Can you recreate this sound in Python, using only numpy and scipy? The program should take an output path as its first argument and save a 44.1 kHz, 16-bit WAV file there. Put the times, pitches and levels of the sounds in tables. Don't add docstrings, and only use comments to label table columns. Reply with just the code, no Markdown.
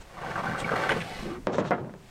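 import sys
import numpy as np
from scipy import signal
from scipy.fft import rfft, irfft
from scipy.io import wavfile
from scipy.ndimage import uniform_filter1d, minimum_filter1d

SR = 44100
rng = np.random.default_rng(int(sys.argv[2]) if len(sys.argv) > 2 else 0)


def waveform_to_disk(signal):
    frames = np.transpose(np.atleast_2d(signal))
    scaled = np.clip(frames, -1, 1) * 32767
    samples = np.round(scaled).astype(np.int16)
    wavfile.write(sys.argv[1], SR, samples)


N = 92610

# frequency in Hz, density in dB.
AIR_SPECTRUM = [(25, -0.5), (60, 7.5), (150, -8), (400, -4.5), (1000, -8), (2000, -11.5), (4000, -17),
                (8500, -20), (11000, -27), (16000, -29)]
# time in seconds, level in dB.
WIND_ENVELOPE = [(0, -42), (.04, -55), (.45, -53), (.53, -55), (.63, -47), (.75, -78), (.92, -45),
                 (1.08, -59), (1.2, -40.5), (1.32, -54), (1.45, -48), (1.6, -53), (2.1, -57)]
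# time in seconds, level in dB.
SLIDE_ENVELOPE = [(0, -64), (.12, -59.5), (.3, -50), (.575, -51), (.603, -39), (.635, -49.5), (.68, -46.5),
                  (.9, -46.5), (1.05, -44.5), (1.22, -44), (1.35, -54.5), (1.41, -81), (1.5, -99),
                  (2.1, -58.5)]
# frequency in Hz, density in dB.
SLIDE_SPECTRUM = [(300, -6.5), (700, 12), (1000, -5.5), (2200, 5.5), (3500, 1.5), (5000, -3), (7000, -10.5),
                  (8700, -9.5), (10500, -18), (14000, -20), (16000, -46)]
# start in seconds, length in seconds, level in dB, centre in Hz.
SWISH_EVENTS = [(.002, 0.033, -50.5, 7540), (0.572, 0.062, -40.5, 8700), (1.517, 0.057, -31.5, 6000),
                (1.562, 0.059, -35.5, 6400), (1.633, 0.08, -37, 5600)]
# frequency in Hz, density in dB.
GRIT_SPECTRUM = [(1000, 15), (2300, 5), (3700, 6.5), (4800, -4.5), (6300, 0), (8600, 3.5), (9900, -13),
                 (16000, -39)]
# start and length in seconds, level in dB, pitch in Hz, T60 in seconds.
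GROAN_EVENTS = [(1.029, 0.13, -43, 755, 0.064), (1.083, 0.14, -49.5, 2010, 0.06),
                (1.124, 0.15, -56, 4080, .03), (1.206, 0.11, -39.5, 220, 0.2),
                (1.211, 0.19, -37.5, 349.6, 0.17), (1.22, 0.11, -46, 400, 0.064),
                (1.228, 0.131, -50.5, 540, 0.076), (1.269, 0.13, -46.5, 1180, 0.016),
                (1.336, 0.098, -43.5, 255, 0.052)]
# start in seconds, length in seconds, level in dB, pitch in Hz.
SQUEAK_EVENTS = [(0.185, 0.023, -40.5, 763), (0.467, 0.02, -30.5, 1560), (0.556, 0.035, -37.5, 1600),
                 (0.642, 0.016, -33.5, 2243), (0.834, 0.017, -30, 1554), (0.892, 0.012, -49, 8900),
                 (0.905, 0.0063, -29.5, 2910), (0.917, 0.0077, -50, 9150), (1.001, 0.0068, -48, 8200)]
# start in seconds, level in dB, centre in Hz.
SNAG_EVENTS = [(0.17, -30.5, 1060), (0.2221, -31.5, 1550), (0.235, -22, 880), (0.263, -27, 1430),
               (0.3087, -24, 1780), (0.3121, -29, 1480), (0.3569, -19.5, 1510), (0.3604, -22, 1300),
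               (0.379, -22, 1010), (0.4014, -21, 1080), (0.4374, -22, 1050), (0.5151, -23, 1610),
               (0.5491, -19, 1360), (0.6445, -26.5, 2210), (0.6786, -21, 1380), (0.6924, -16.5, 1510),
               (0.7212, -15, 1350), (0.7267, -26, 1380), (0.735, -19, 1330), (0.75, -29, 1380),
               (0.835, -25, 1490), (0.894, -17, 1500), (0.9696, -24, 1270), (1.0043, -25.5, 2330)]
# start in seconds, length in seconds, level in dB.
RASP_EVENTS = [(0.89, 0.0082, -24.5), (0.9, 0.018, -35), (0.915, 0.01, -26), (1.002, 0.027, -37)]
# frequency in Hz, density in dB.
RASP_SPECTRUM = [(200, -25), (900, -6), (1500, 4.5), (2100, 4.5), (2800, 0), (3500, -4), (4200, -16.5),
                 (6000, -19), (8200, -30), (9000, -27), (9800, -32), (16000, -45)]
# start in seconds, level in dB, length in seconds,
# treble tilt in dB per octave.
CATCH_EVENTS = [(0.273, -37, 0.035, -10), (0.434, -42, 0.0061, -1), (0.714, -23, 0.0038, -1.5),
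                (0.7333, -22.5, 0.0078, -7.5), (0.913, -22.5, 0.01094, -2), (0.961, -31, 0.018, 2)]
# frequency in Hz, density in dB.
CATCH_SPECTRUM = [(30, -8), (80, -6), (160, 0), (480, 14), (900, 4), (1500, -11), (2200, -4), (3300, -20),
                  (4500, -22.5), (9000, -31), (11000, -40), (16000, -51)]
# start in seconds, level in dB.
SLAP_EVENTS = [(1.497, -13), (1.533, -10), (1.651, -10.5), (1.7138, -2.5), (1.7172, 4), (1.7192, 2.5),
               (1.7295, -6.5), (1.7338, 0.5), (1.739, -9), (1.755, -16), (1.781, -16.5), (1.895, -22.5)]
# frequency in Hz, density in dB.
SLAP_SPECTRUM = [(60, -43), (150, -21), (330, 0.5), (700, 10.5), (1000, 4), (1500, 4.5), (2200, -2),
                 (2500, -13), (5000, -44), (16000, -61)]
# frequency in Hz, level in dB, T60 in seconds.
CLACK_MODES = [(299, -3, 0.14), (442, -5, 0.19), (558.6, 0.5, 0.2), (709, 5, 0.14), (1260, -0.5, 0.14),
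               (1367, -2, 0.065), (1820, -18, 0.046), (2070, -14, 0.08)]
# start in seconds, then thud, ring and tick levels in dB.
KNOCK_EVENTS = [(1.4706, 3, -6.5, -13.5), (1.5441, -9, -12.5, -24), (1.583, 1.5, -5.5, -17),
                (1.7083, 0, -6.5, -19.5), (1.781, -15, -19.5, -55), (1.846, -23, -27, -47),
                (1.939, -25, -34.5, -34)]
# frequency in Hz, level in dB, T60 in seconds.
BENCH_MODES = [(189, -19.5, 0.21), (384.9, -31.5, 0.51), (486.5, -23, 0.14), (540, -0.5, 0.015),
               (616, -30, 0.34), (902, -23.5, 0.073), (1150, -14.5, 0.0079), (1692, -8, 0.0071)]
# frequency in Hz, density in dB.
TICK_SPECTRUM = [(300, 1), (1500, 14), (3000, -1), (5000, -5), (8000, -14), (11000, -20), (16000, -34)]
# frequency in Hz, density in dB.
RING_SPECTRUM = [(30, -51), (60, -40), (85, -6), (120, 1.5), (190, 6), (270, 4.5), (480, 7), (750, -1.5),
                 (1000, -3), (1500, -10.5), (2200, -17), (3500, -26.5), (8000, -46), (16000, -84)]
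# frequency in Hz, T60 in seconds before t60_scale.
WOOD_DECAY = [(100, 0.78), (200, 0.53), (500, 0.23), (1000, 0.45), (2000, 0.23), (5000, 0.3), (12000, 0.37)]
# frequency in Hz, level in dB, T60 in seconds.
STRIP_MODES = [(195, -24, 0.12), (332, 8.5, 0.15), (494.3, 5, 0.2), (603.5, 0, 0.36), (781, 10.5, 0.055),
               (1030, -25, 0.079), (1102, 5, 0.017), (1409, 7.5, 0.069), (1470, -1, 0.26), (1561, 9, 0.1),
               (2250, -7, 0.18), (2460, -7, 0.028), (2713, -2.5, 0.074), (3430, -3, 0.02)]
# time in seconds, level in dB.
BOOM_ENVELOPE = [(0, -53), (.09, -59), (.18, -46), (.3, -39.5), (.42, -36.5), (.52, -29), (.59, -43.5),
                 (.65, -29), (.69, -36), (.74, -32), (.86, -39.5), (.92, -35), (.98, -29), (1.09, -44),
                 (1.14, -42), (1.27, -37.5), (1.45, -49), (1.49, -37), (1.6, -38), (1.86, -30.5),
                 (1.93, -45), (2.02, -57), (2.1, -80)]
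# frequency in Hz, density in dB.
BOOM_SPECTRUM = [(50, -36.5), (90, -10), (120, -1.5), (165, -1), (220, -3), (300, -9.5), (600, -16),
                 (2000, -60)]
# time in seconds, level in dB.
SCRAPE_ENVELOPE = [(0.0, -55.5), (0.068, -55.5), (0.162, -43.5), (0.28, -33), (0.348, -35.5), (0.36, -32),
                   (0.41, -31.5), (0.426, -39.5), (0.438, -30), (0.515, -31.5), (0.54, -33.5), (0.565, -34),
                   (0.63, -33), (0.716, -32), (0.764, -26.5), (0.914, -28), (1.032, -40.5), (1.362, -43),
                   (1.418, -70), (1.446, -82), (1.46, -72)]
# frequency in Hz, density in dB.
SCRAPE_SPECTRUM = [(40, -38), (100, -17.5), (250, -3.5), (480, 0), (760, 3), (1000, -2), (1550, 0.5),
                   (2000, -5), (2700, -16), (4000, -21.5), (8000, -32.5), (16000, -47)]

TIME_S = np.arange(N) / SR


def from_db(db):
    return 10 ** (np.asarray(db) / 20)


def unit_rms(x):
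    return x / np.sqrt(np.mean(x ** 2) + 1e-20)


def unit_energy(x):
    return x / np.sqrt(np.sum(x ** 2) + 1e-20)


def envelope(rows):
    return from_db(np.interp(TIME_S, *np.transpose(rows)))


def arch(start_s, length_s):
    return np.sin(np.pi * np.clip((TIME_S - start_s) / length_s, 0, 1))


def at_hz(rows, hz):
    row_hz, values = np.transpose(rows)
    return np.interp(np.log(np.maximum(hz, 1)), np.log(row_hz), values)


def drift(knots_per_s):
    return np.interp(TIME_S * knots_per_s, np.arange(N), rng.standard_normal(N))


def through(x, response):
    return signal.fftconvolve(x, response)[:N]


def bandpass(x, low_hz, high_hz):
    return signal.sosfilt(signal.butter(2, [low_hz, high_hz], "band", fs=SR, output="sos"), x)


def add(out, start_s, sound):
    i = int(start_s * SR)
    out[i:i + len(sound)] += sound[:N - i]


def steady(x, window_samples=2200):
    return x / np.sqrt(np.maximum(uniform_filter1d(x ** 2, window_samples), 0) + 1e-9)


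def colour(spectrum, tilt_db_per_octave=0, tilt_from_hz=310, taps=4096):
    hz = np.maximum(np.arange(taps // 2 + 1) * SR / taps, 10)
    db = at_hz(spectrum, hz) + tilt_db_per_octave * np.log2(np.maximum(hz, tilt_from_hz))
    cepstrum = irfft(np.log(from_db(db)))
    cepstrum[1:taps // 2] *= 2
    cepstrum[taps // 2 + 1:] = 0
    return unit_energy(irfft(np.exp(rfft(cepstrum))))


def mode(hz, t60_s):
    t = TIME_S[:SR // 2]
    return np.sin(2 * np.pi * hz * t) * from_db(-60 * t / t60_s)


def wood_ring(t60_scale):
    out, edges_hz = 0, np.geomspace(50, 17000, 16)
    for low_hz, high_hz in zip(edges_hz, edges_hz[1:]):
        band = bandpass(rng.standard_normal(SR), low_hz, high_hz)
        t60_s = t60_scale * at_hz(WOOD_DECAY, np.sqrt(low_hz * high_hz))
        fade = from_db(-60 * TIME_S[:SR] / t60_s)
        out = out + unit_energy(band * fade) * np.sqrt(high_hz - low_hz)
    return unit_energy(out)


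def wood_response(t60_scale=0.33, ring_db=0):
    response = from_db(ring_db) * wood_ring(t60_scale)
    response[0] += 1
    return unit_energy(response)


def slips(per_s, spread_db=3.5):
    sizes = from_db(spread_db * np.minimum(rng.exponential(1, N), 3))
    signs = rng.choice([-1, 1], N)
    return unit_rms(sizes * signs * (rng.random(N) < per_s / SR))


def outdoors(air_db=-55):
    air = unit_rms(through(rng.standard_normal(N), colour(AIR_SPECTRUM)))
    wind = bandpass(rng.standard_normal(N + SR), low_hz=15, high_hz=45.8)[SR:]
    return from_db(air_db) * air + envelope(WIND_ENVELOPE) * steady(wind, window_samples=6000)


def sliding(echo_gain=0.43, first_delay_s=0.0019, growth_per_s=0.198):
    hiss = through(slips(per_s=9000), colour(SLIDE_SPECTRUM))
    delay_s = first_delay_s * (1 + growth_per_s * TIME_S)
    echo = np.interp(TIME_S - delay_s, TIME_S, hiss)
    return envelope(SLIDE_ENVELOPE) * unit_rms(hiss + echo_gain * echo)


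def swishes():
    out = np.zeros(N)
    grit = unit_rms(through(slips(per_s=4200), colour(GRIT_SPECTRUM)))
    for start_s, length_s, db, hz in SWISH_EVENTS:
        resonance = unit_rms(through(grit, mode(hz, t60_s=0.00097)))
        out += from_db(db) * unit_rms(grit + resonance) * arch(start_s, length_s)
    return out


def groan(fade_s=0.041):
    out, drive = np.zeros(N), slips(per_s=2400)
    for start_s, length_s, db, hz, t60_s in GROAN_EVENTS:
        swell = np.clip(np.minimum(TIME_S - start_s, start_s + length_s - TIME_S) / fade_s, 0, 1)
        out += from_db(db) * swell * steady(through(drive, mode(hz, t60_s)))
    return out


def squeaks(gain_db=3, jitter_hz=170, jitter_per_s=1095, roughness_db=2, overtone_db=-31):
    out = np.zeros(N)
    for start_s, length_s, db, hz in SQUEAK_EVENTS:
        samples = int(length_s * SR)
        pitch_hz = hz + jitter_hz * drift(jitter_per_s)[:samples]
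        phase = 2 * np.pi * np.cumsum(pitch_hz) / SR
        tone = np.sin(phase) + from_db(overtone_db) * np.sin(2 * phase)
        roughness = from_db(roughness_db * drift(jitter_per_s)[:samples])
        swell = np.sin(np.pi * np.sqrt(np.linspace(0, 1, samples)))
        add(out, start_s, from_db(db + gain_db) * tone * roughness * swell)
    return through(out, wood_response(ring_db=-4.5))


def snags(rise_s=0.00074):
    out, t = np.zeros(N), TIME_S[:SR // 50]
    swell = t / rise_s * np.exp(1 - t / rise_s)
    for start_s, db, hz in SNAG_EVENTS:
        add(out, start_s, from_db(db) * swell * np.sin(2 * np.pi * hz * t))
    return through(out, wood_response(t60_scale=0.29, ring_db=0.5))


def rasps():
    out = np.zeros(N)
    grain = steady(through(slips(per_s=3000), colour(RASP_SPECTRUM)), window_samples=300)
    for start_s, length_s, db in RASP_EVENTS:
        out += from_db(db) * grain * np.sqrt(2) * arch(start_s, length_s)
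    return through(out, wood_response(ring_db=-2.5))


def catches(gain_db=-2.5, shortest_s=0.004):
    out, drive = np.zeros(N), slips(per_s=1200)
    for start_s, db, length_s, tilt_db_per_octave in CATCH_EVENTS:
        end_s = start_s + max(length_s, shortest_s)
        burst = unit_rms(drive[int(start_s * SR):int(end_s * SR)])
        judder = through(burst, colour(CATCH_SPECTRUM, tilt_db_per_octave))
        add(out, start_s, from_db(db + gain_db) * judder)
    return through(out, wood_response())


def clatter(slap_gain_db=5, clack_gain_db=6):
    slaps, clacks, slap = np.zeros(N), np.zeros(N), colour(SLAP_SPECTRUM)
    for start_s, db in SLAP_EVENTS:
        add(slaps, start_s, from_db(db + slap_gain_db) * slap)
        clack = sum(rng.choice([-1, 1]) * rng.uniform(0.47, 1) * from_db(mode_db) * mode(hz, t60_s)
                    for hz, mode_db, t60_s in CLACK_MODES)
        add(clacks, start_s, from_db(db + clack_gain_db) * unit_energy(clack))
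    return through(slaps, wood_response(t60_scale=0.42, ring_db=-4)) + clacks


def knocks(thud_rise_s=0.00071, tick_t60_s=0.0029, ring_gain_db=19.5):
    out, t = np.zeros(N), TIME_S[:SR // 2]
    bench = sum((-1) ** k * from_db(db) * mode(hz, t60_s)
                for k, (hz, db, t60_s) in enumerate(BENCH_MODES))
    thud = bench * (1 - np.exp(-(t / thud_rise_s) ** 2))
    for start_s, thud_db, ring_db, tick_db in KNOCK_EVENTS:
        tick = rng.standard_normal(len(t)) * from_db(-60 * t / tick_t60_s)
        ring = unit_energy(through(wood_ring(t60_scale=1), colour(RING_SPECTRUM)))
        add(out, start_s, from_db(tick_db) * through(tick, colour(TICK_SPECTRUM)))
        add(out, start_s, from_db(thud_db) * thud)
        add(out, start_s, from_db(ring_db + ring_gain_db) * ring)
    return out


def scrape(edge_gain_db=-1.5, boom_gain_db=-2.5, modes_db=-4, flutter_db=2):
    drive = slips(per_s=600) * from_db(-flutter_db * drift(knots_per_s=48.7))
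    body = through(wood_response(), colour(SCRAPE_SPECTRUM))
    modes = sum((-1) ** k * from_db(db) * unit_energy(mode(hz, t60_s))
                for k, (hz, db, t60_s) in enumerate(STRIP_MODES))
    ringing = unit_rms(through(drive, body)) + from_db(modes_db) * unit_rms(through(drive, modes))
    edge = envelope(SCRAPE_ENVELOPE) * steady(ringing)
    boom = envelope(BOOM_ENVELOPE) * steady(through(drive, colour(BOOM_SPECTRUM)))
    return from_db(edge_gain_db) * edge + from_db(boom_gain_db) * boom


def scene():
    dragging = scrape() + catches() + snags() + rasps() + squeaks() + groan() + sliding() + swishes()
    return (dragging + knocks() + clatter() + outdoors())[None]


def record(dry):
    limit_db, release_db_per_s, window_s, cutoff_hz = -12, 25, 0.0018, 15800
    window_samples = int(window_s * SR)
    over_db = np.maximum(20 * np.log10(np.abs(dry[0]) + 1e-9) - limit_db, 0)
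    release_db = release_db_per_s * TIME_S
    reduction_db = np.maximum.accumulate(over_db + release_db) - release_db
    gain_db = uniform_filter1d(minimum_filter1d(-reduction_db, window_samples), window_samples)
    lowpass = signal.ellip(12, .1, 80, cutoff_hz, fs=SR, output="sos")
    return signal.sosfilt(lowpass, dry * from_db(gain_db))


dry = scene()
out = record(dry)
waveform_to_disk(out)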